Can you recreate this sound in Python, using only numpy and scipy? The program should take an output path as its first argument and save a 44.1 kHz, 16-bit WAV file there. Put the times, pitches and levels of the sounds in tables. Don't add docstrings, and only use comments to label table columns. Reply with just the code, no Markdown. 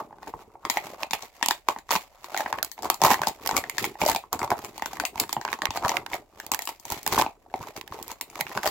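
import sys
import numpy as np
from scipy import signal
from scipy.fft import rfft, irfft
from scipy.io import wavfile

SR = 44100
rng = np.random.default_rng(int(sys.argv[2]) if len(sys.argv) > 2 else 0)


def store_pcm(level_fs):
    pcm = np.round(np.clip(level_fs, -1, 1) * 32767).astype(np.int16)
    wavfile.write(sys.argv[1], SR, np.atleast_2d(pcm).T)


N = 383953

# foil facet in dB, crack in dB.
SNAPS = [(0.108, -37.5, -20, -34), (0.127, -33.5, -17.5, -33), (0.184, -41, -8, -16), (0.23, -32, -8, -11),
         (0.272, -31, -11.5, -29), (0.338, -22, -25, -53), (0.554, -33.5, -25, -37), (0.651, -17, -14, -9),
         (0.699, -17, -6, 5), (0.771, -12.5, -3.5, -12), (1.032, -21, -3, -5), (1.109, -27.5, -2, 5.5),
         (1.133, -17, -2, 0), (1.224, -40.5, -8, 9), (1.412, -29, -11, -14), (1.427, -14, -0.5, 0.5),
         (1.46, -20.5, -21, 4.5), (1.485, -16.5, -14, 4.5), (1.509, -12.5, -2, 1), (1.686, -6, -16.5, -9.5),
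         (1.762, -24, -11, -26), (1.787, -37.5, -1, 2), (1.891, -28, -10, -10), (1.907, -14.5, -11, -2),
         (1.911, -17.5, -5, -1.5), (1.933, -17, -12, -16), (1.953, -12.5, -11, -5), (1.961, -16, -7.5, -5),
         (2.243, -28, -7.5, -3.5), (2.345, -19.5, -4, -11), (2.365, -23.5, -7, -12),
         (2.375, -24.5, 2.5, 3.5), (2.396, -21.5, -21, -14), (2.405, -21.5, -1.5, -11),
         (2.46, -19, -9, -26), (2.463, -26, 0, -21), (2.527, -13, -11, -13.5), (2.541, -23.5, -18, -28),
         (2.586, -25.5, 2, -15), (2.628, -28.5, 3.5, 7), (2.647, -39, -22, 9), (2.716, -45, 2, 9),
         (2.779, -34, -6, -16), (2.79, -28.5, -17, -14), (2.823, -33.5, -15, 2.5), (2.831, -23, -16, -8),
         (2.854, -18, -28, -20), (2.9, -11, -3.5, -1), (2.943, -30, -24, 3.5), (3.017, -9, -17, -5.5),
         (3.024, -13, -16, -11), (3.037, -6.5, -17, -6.5), (3.051, -11, -20, -18), (3.063, -10, -25, -5.5),
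         (3.082, -11, -15, -14), (3.104, -8.5, -17, -15), (3.112, -9, -15, -11), (3.116, -13, -4.5, -7),
         (3.133, -14.5, -11, -3), (3.142, -15.5, -3, -6.5), (3.192, -21.5, -14, -18),
         (3.217, -13, -16, -10.5), (3.234, -20, 2, -8.5), (3.271, -11.5, -30, -4), (3.283, -25, -29, 2),
         (3.461, -23.5, -5, -1), (3.474, -30, -8, 6.5), (3.491, -15.5, -8, -5), (3.511, -14, -13, -7),
         (3.549, -21, -22, -24), (3.566, -18, 2.5, 7.5), (3.578, -22.5, -8, 4), (3.639, -27.5, 4.5, -9),
         (3.697, -29.5, 5, 4), (3.782, -23, 7, 3), (3.842, -19, -1.5, -1.5), (3.954, -31, -10, -40),
         (4.016, -14.5, -2.5, -4), (4.036, -16, -31, -13), (4.062, -12.5, -30, -2.5),
         (4.089, -11.5, -31, -14), (4.098, -16, -22, -0.5), (4.148, -17.5, -18, -8),
         (4.161, -16, -4.5, -3.5), (4.238, -31, -26, -37), (4.329, -15.5, -34, -3.5), (4.392, -26, -6, -5),
         (4.416, -20, -4.5, -19), (4.43, -16, -10, -23), (4.445, -20, -21, -11), (4.477, -25, -18, -18),
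         (4.504, -18, -9, -7.5), (4.516, -10, -11.5, -25), (4.59, -34, -10, -6), (4.647, -29, -4, -0.5),
         (4.779, -29.5, -12, -4.5), (4.796, -31, -8, -9), (4.822, -17.5, -6.5, -11),
         (4.859, -22.5, -6, 0.5), (4.932, -26.5, -13, -5), (4.97, -38, 1, -8), (4.999, -19.5, 0, 0),
         (5.037, -19.5, -16, -23), (5.052, -27.5, 9.5, 6), (5.157, -24.5, -22, -17), (5.178, -35.5, 6, -3),
         (5.199, -28.5, 3, 13.5), (5.237, -27, -5.5, -5), (5.293, -25, -12, -3), (5.328, -22.5, -3.5, 4),
         (5.366, -14, -16, -28), (5.413, -27, -6, -4.5), (5.45, -15.5, -8.5, -14.5), (5.478, -25, 0, -10),
         (5.487, -25, -6, -21), (5.529, -19, -6, -11.5), (5.538, -22.5, -8, -6.5), (5.589, -28.5, -17, -10),
         (5.619, -19.5, 0.5, -4.5), (5.655, -18, -2, -8), (5.669, -22, -7, -18), (5.706, -20, -6, -2),
         (5.773, -18, -12, -5.5), (5.825, -25, -12, -17), (5.848, -15.5, -4.5, -13),
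         (5.881, -22.5, -2, 3.5), (5.893, -18.5, -2, 0.5), (5.917, -17, -11, -11.5), (5.942, -22, -13, -23),
         (5.969, -24.5, 6, -2.5), (6.063, -28, -4.5, -6.5), (6.101, -46, -1, 4), (6.133, -27, 7, -3),
         (6.4, -36.5, 8.5, 5.5), (6.465, -37, -14, 3.5), (6.517, -16, -5, 1), (6.537, -22, -0.5, -4),
         (6.546, -26.5, -1, 3.5), (6.591, -28.5, 2.5, 0), (6.621, -35, -4, 5), (6.654, -43.5, -10, 8.5),
         (6.674, -23.5, 0.5, -1.5), (6.69, -22.5, -20, -6), (6.798, -47.5, -28, 4), (6.853, -31.5, -13, 0),
         (6.902, -27, -24, 1.5), (6.921, -21, -26, -3), (7.03, -56.5, 12, 16.5), (7.064, -19.5, -1.5, 0.5),
         (7.076, -21, -7, 3.5), (7.124, -16, -15, -4), (7.136, -21, -18, -5), (7.178, -8, -17, -24),
         (7.19, -12.5, -12, -10), (7.197, -8, -18, -16), (7.213, -11.5, -11, -10.5), (7.221, -11, -18, -13),
         (7.263, -16.5, -13, -22), (7.462, -40.5, -24, -29.5), (7.5, -60.5, 9, 0), (7.54, -15.5, -18, -20),
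         (7.612, -34, -16, -11), (7.671, -29.5, -23, -10), (7.765, -36, -2.5, 4), (7.812, -33.5, -3, -4),
         (7.877, -42.5, 1, -3.5), (7.923, -24, -15, -16), (7.949, -35, -16, -15), (8.027, -42, -15, 11),
         (8.08, -37, -17, 1.5), (8.097, -37, -24, -12), (8.116, -30.5, -26, 1.5), (8.211, -30, -2, 6),
         (8.3, -48, 3, 3.5), (8.356, -29.5, -8.5, -13), (8.391, -27.5, -12, -14), (8.409, -21.5, 4.5, -0.5),
         (8.467, -34.5, 5, -12), (8.515, -30, -4.5, -17), (8.575, -17, -2, -8), (8.632, -24, -4, -5),
         (8.675, -22.5, 1, 2.5)]
# time in seconds, change of the rumble in dB,
# change of the snaps' sizzle in dB.
DRIFT = [(0, 2.5, -4), (.3, 6, -2), (.8, -5, -5.5), (1.3, -7.5, -10), (1.8, -5.5, -4.5), (2.2, -10, -0.5),
         (2.7, 4.5, 4.5), (3.2, -3.5, 1.5), (3.8, 5, -2), (4.4, 0, 9), (5, 4, 1), (5.6, -1.5, -2.5),
         (6.2, 0, -8), (6.7, -5, 8.5), (7.2, 4.5, 0.5), (7.5, 0.5, -4), (7.9, 3, -1.5), (8.3, -1, 5.5),
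         (8.7, 0, 0)]


def undb(db):
    return 10 ** (np.asarray(db) / 20)


def colour(x, points):
    hz, db = np.transpose(points)
    grid_hz = np.linspace(1, SR / 2, 2049)
    gain = undb(np.interp(np.log(grid_hz), np.log(hz), db))
    cepstrum = irfft(np.log(gain))
    cepstrum[1:2048] *= 2
    cepstrum[2049:] = 0
    response = irfft(np.exp(rfft(cepstrum)))
    return signal.oaconvolve(x, response)[:N]


def band(x, lo_hz, hi_hz):
    edges = [lo_hz, min(hi_hz, .45 * SR)]
    return signal.sosfilt(signal.butter(2, edges, "band", fs=SR, output="sos"), x)


def lay(s, grains):
    start = np.clip((s * SR).astype(int), 0, N)
    at = start[:, None] + np.arange(grains.shape[1])
    return np.bincount(at.ravel(), grains.ravel(), N + grains.shape[1] + 1)[:N]


def rings(s, db, hz, cycles, size):
    turns = np.arange(size) / SR * hz[:, None]
    swell = (turns / cycles * np.exp(1 - turns / cycles)) ** 1.43
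    return lay(s, undb(db)[:, None] * swell * np.sin(2 * np.pi * turns))


def scatter(per_s, spread_db):
    chance = rng.random((int(per_s * N / SR), 6)).T
    s = chance[0] * N / SR
    size_db = -spread_db * np.log(np.maximum(chance[1], .025))
    return s, size_db, chance[2:]


def hush():
    # frequency in Hz, relative level in dB.
    tone = [(18, -24), (30, 15), (437, -15), (554, 5.5), (632, 0.5), (988, -4.5), (1390, -50.5),
            (6900, -21.5), (16000, -36)]
    level_db = -66
    mid, side = (colour(rng.standard_normal(N), tone) for _ in range(2))
    return undb(level_db) / mid.std() * (mid + 0.54 * side * np.array([[1], [-1]]))


def room(x):
    # low edge in Hz, high edge in Hz, seconds to fade by 60 dB, level in dB.
    tail_bands = [(42.1, 170, 0.089, -3), (583, 1550, 0.15, -5), (1380, 5870, 0.14, -2.5),
                  (6270, 15000, 0.14, -1)]
    t = np.arange(int(.4 * SR)) / SR
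    near, apart = rng.standard_normal(len(t)), rng.standard_normal((2, len(t)))
    tail = 0
    for lo_hz, hi_hz, t60, db in tail_bands:
        share = min(lo_hz / 1600 + 0.45, 1)
        noise = band(np.sqrt(1 - share ** 2) * near + share * apart, lo_hz, hi_hz)
        fading = undb(db - 60 * t / t60)
        tail = tail + noise * fading / np.sqrt(t60 * SR / np.log(1e6))
    onset = np.minimum(t / 0.0038, 1)
    return signal.oaconvolve(x[None], tail * onset, axes=1)[:, :N]


def echoes(x):
    # delay in seconds, level in dB.
    surfaces = [(.0053, -19.5), (.0098, -28.5), (.0145, -29)]
    return x + sum(undb(db) * np.pad(x, (int(late * SR), 0))[:N] for late, db in surfaces)


def handling(s):
    # strongest moment in seconds, swell in seconds,
    # small rings in dB, rustle relative to those rings in dB.
    swells = [(0.0, .03, -33, -12.5), (.17, 0.16, -57, -13.5), (.23, 0.056, -52, -5),
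              (0.284, 0.072, -45, -4), (0.422, 0.18, -49.5, -5), (.54, 0.27, -58.5, -12),
              (0.669, 0.09, -43.5, -18), (.773, 0.13, -40.5, 3), (.865, 0.22, -41.5, -2.5),
              (.94, 0.29, -43.5, -4), (1.028, 0.084, -36, -5), (1.136, 0.04, -34, 0.5),
              (1.238, 0.088, -42.5, 1.5), (1.44, 0.25, -52.5, 2), (1.508, 0.041, -40, 7),
              (1.701, .04, -38.5, 0), (1.78, .1, -52, -8), (1.919, 0.024, -27, 4.5),
              (1.948, 0.061, -32, 5.5), (2.25, 0.15, -68.5, 13), (2.406, 0.19, -33, -4),
              (2.5, 0.55, -44.5, -3), (2.584, 0.25, -40, -9), (2.65, 0.025, -47.5, 7.5),
              (2.79, 0.055, -55.5, 0), (2.848, 0.034, -28, -8.5), (3.054, 0.043, -18, -3.5),
              (3.121, 0.13, -23.5, -4), (3.233, 0.078, -36.5, -2.5), (3.281, .05, -33.5, -0.5),
              (3.432, .05, -43, -2), (3.466, .12, -38.5, -4), (3.572, 0.11, -27.5, -9),
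              (3.68, 0.24, -51.5, -3), (3.85, 0.14, -33.5, 2.5), (3.874, 0.062, -45, -14),
              (4.018, .04, -29, -3), (4.108, 0.11, -27, 2.5), (4.332, 0.015, -28, -8.5),
              (4.43, 0.063, -28, -11.5), (4.514, 0.03, -24.5, -20), (4.59, 0.092, -41, -4.5),
              (4.65, 0.11, -42, -1.5), (4.684, 0.12, -49.5, 0), (4.78, 0.19, -57, 4.5),
              (4.859, 0.17, -49, -5), (4.96, 0.23, -58, 13), (5.055, 0.56, -42.5, -17),
              (5.209, 0.089, -34, -4), (5.333, 0.18, -59, 13), (5.43, .1, -60, 4), (5.529, 0.096, -36, -3),
              (5.631, 0.024, -32.5, -30), (5.767, 0.067, -34, -2), (5.857, 0.064, -25.5, -14),
              (5.972, 0.18, -30, -10.5), (6.146, 0.075, -33, -4), (6.165, 0.055, -47, -5),
              (6.397, 0.15, -49.5, -5), (6.538, 0.085, -34, -16), (6.625, 0.11, -53, 7),
              (6.46, 0.11, -50, -3), (6.691, 0.021, -42, 8), (6.922, 0.097, -37, 4.5),
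              (6.975, 0.12, -45, 5), (7.079, 0.13, -50, 0), (7.138, 0.054, -26.5, 2),
              (7.195, 0.12, -31.5, 3), (7.56, 0.023, -45, -6), (7.235, .06, -35.5, -14),
              (7.63, 0.13, -39.5, -6.5), (7.698, 0.36, -48.5, -3.5), (7.772, 0.045, -42.5, 0),
              (7.936, 0.078, -46.5, -0.5), (8.01, 0.3, -47.5, -4), (8.121, 0.24, -46.5, 1),
              (8.221, 0.085, -56, -5), (8.31, 0.16, -59, -6), (8.406, 0.16, -42.5, -1),
              (8.49, 0.11, -51, 7), (8.575, 0.21, -37, -6), (8.664, 0.079, -27, -2)]
    swell_db = 30.5
    release_db_per_s = 594.5
    settle_db, settle_db_per_s = -11.5, 200
    after_db, after_db_per_s = -25.5, 500

    peak, swell_s, small_db, rustle_db = np.transpose(swells)
    snap, snap_db, _, crack_db = np.transpose(SNAPS)
    t = np.arange(0, N / SR + .01, .002)
    late, since = t[:, None] - peak, t[:, None] - snap
    rise = swell_db * late / np.maximum(swell_s, .005)
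    fall = np.maximum(-release_db_per_s * late, settle_db - settle_db_per_s * late)
    shape_db = np.where(late < 0, rise, np.minimum(fall, 0))
    after = (since > 0) * undb(after_db - after_db_per_s * np.abs(since))

    def level(peak_db, top_db):
        from_swells = (undb(peak_db + shape_db) ** 2).sum(axis=1)
        from_snaps = ((undb(top_db) * after) ** 2).sum(axis=1)
        return np.interp(s, t, 10 * np.log10(from_swells + from_snaps + 1e-12))

    return level(small_db, snap_db), level(small_db + rustle_db, snap_db + crack_db)


def rumble():
    # start in seconds, relative level in dB, pitch in Hz.
    bumps = [(0.643, -45, 121), (1.894, -47, 110), (3.043, -22, 148), (3.205, -33.5, 137), (3.53, -32, 133),
             (4.323, -54, 124), (4.418, -34, 159), (5.154, -43, 70.0), (5.688, -30, 98),
             (5.848, -23.5, 139), (6.126, -41.5, 54.5), (6.917, -34.5, 67.3), (7.119, -57, 45.8),
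             (7.121, -32.5, 108), (7.183, -30.5, 104.2), (7.602, -38.5, 159), (7.605, -32.5, 127),
             (7.911, -37, 90)]
    # frequency in Hz, relative level in dB.
    push_colour = [(25, -22.5), (60, -2), (107, -1.5), (165, -4), (260, 0.5), (330, 3.5), (450, 3),
                   (700, -37)]
    s, size_db, _ = scatter(per_s=180, spread_db=-0.17)
    ring_db, _ = handling(s)
    when, low_db, _ = np.transpose(DRIFT)
    push_db = -9 + 0.75 * ring_db + np.interp(s, when, low_db) + size_db
    pushes = lay(s, undb(push_db)[:, None] * np.hanning(400))
    mid, side = (colour(rng.standard_normal(N) * pushes, push_colour) for _ in range(2))
    s, db, hz = np.transpose(bumps)
    knocks = rings(s, db - 0.5, hz, cycles=0.44, size=4000)
    shifting = undb(10) * (mid + 0.21 * side * np.array([[1], [-1]]))
    return shifting + knocks * undb([[.6], [-.6]])


def cracks(s, band_db, pan_db, fall_s, alike):
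    # frequency in Hz, level in dB.
    left, right = [(600, -15), (1300, -5.5), (2100, 0), (3000, -5.5), (5000, -2.5), (7300, -5), (9000, -20),
                   (12000, -19), (15500, -13.5)], [(600, -6), (1300, -5.5), (2100, 1), (3000, -4), (5000, -5), (7300, -8),
                                 (9000, -17), (12000, -7), (15500, -10)]
    # low edge in Hz, high edge in Hz.
    crack_bands = [(1200, 2800), (2800, 8500), (8500, 18000)]
    fall = np.exp(-np.arange(200)[None] / SR / fall_s[:, None])
    shared, out = rng.standard_normal(N), []
    for side, points in ((1.08, left), (-4.0, right)):
        noise = alike * shared + np.sqrt(1 - alike ** 2) * rng.standard_normal(N)
        total = 0
        for k, (db, edges) in enumerate(zip(band_db, crack_bands)):
            bursts = noise * lay(s, fall * undb(db + side * pan_db / 2)[:, None])
            total = total + band((-1) ** k * bursts, *edges)
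        out.append(colour(total, points))
    return np.array(out)


def crinkles():
    s, size_db, chance = scatter(per_s=700, spread_db=3.5)
    ring_db, rustle_db = handling(s)
    hollow_db = ring_db + 1.336 * size_db - 2.5
    hollow = rings(s, hollow_db, 600 + 600 * chance[0], cycles=0.81, size=200)
    force = np.clip((rustle_db + 52.5) / 30, .15, 1)
    db = rustle_db + force * size_db
    facet_hz = 1250 * 4.5 ** chance[3] ** 1.503
    facet = rings(s, db - 16, facet_hz, cycles=4.7, size=200)
    bright_db = 12 * force * (chance[0] - .5)
    band_db = db + 3.5 - bright_db, db - 0.5, db + 3.0 + bright_db + 6 * force
    fall_s = (0.00012 + 0.0018 * chance[2]) * (2.5 - 1.66 * force)
    return hollow + facet, cracks(s, band_db, 8 * (chance[1] - .5), fall_s, alike=0.28)


def snaps():
    s, db, facet_db, crack_db = np.transpose(SNAPS)
    chance = rng.standard_normal((len(s), 6)).T
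    hollow = rings(s, db, 930 * undb(0.88 * chance[4]), cycles=1.29, size=500)
    facet = rings(s, db + facet_db + 0.5, 1900 * undb(1.52 * chance[2]), cycles=2.05, size=300)
    floor = rings(s, db - 18, 330 * undb(1.82 * chance[3]), cycles=1.0, size=900)
    when, _, top_db = np.transpose(DRIFT)
    sizzle_db = 11.5 + np.interp(s, when, top_db) + 1.65 * crack_db + 1.5 * chance[5]
    band_db = db + facet_db + 8.5, db + crack_db + 8.5, db + sizzle_db
    fall_s = 0.0018 * undb(1.2 * chance[0])
    return hollow + facet + floor, cracks(s, band_db, 3.51 * chance[1], fall_s, alike=0.3)


def scene():
    ring, crack = snaps()
    small_ring, small_crack = crinkles()
    near = echoes(ring + small_ring) + rumble() + crack + small_crack
    swap_hz = 1.3
    turn = 2 * np.pi * swap_hz * np.arange(N) / SR
    answer = room(near[0] * np.cos(turn)) + room(near[0] * np.sin(turn))
    return near + answer + hush()


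def record(dry):
    ceiling, top_hz = .82, 16150
    rounded = ceiling * np.tanh(dry / ceiling)
    return signal.sosfilt(signal.ellip(10, .2, 80, top_hz, fs=SR, output="sos"), rounded)


dry = scene()
out = record(dry)
store_pcm(out)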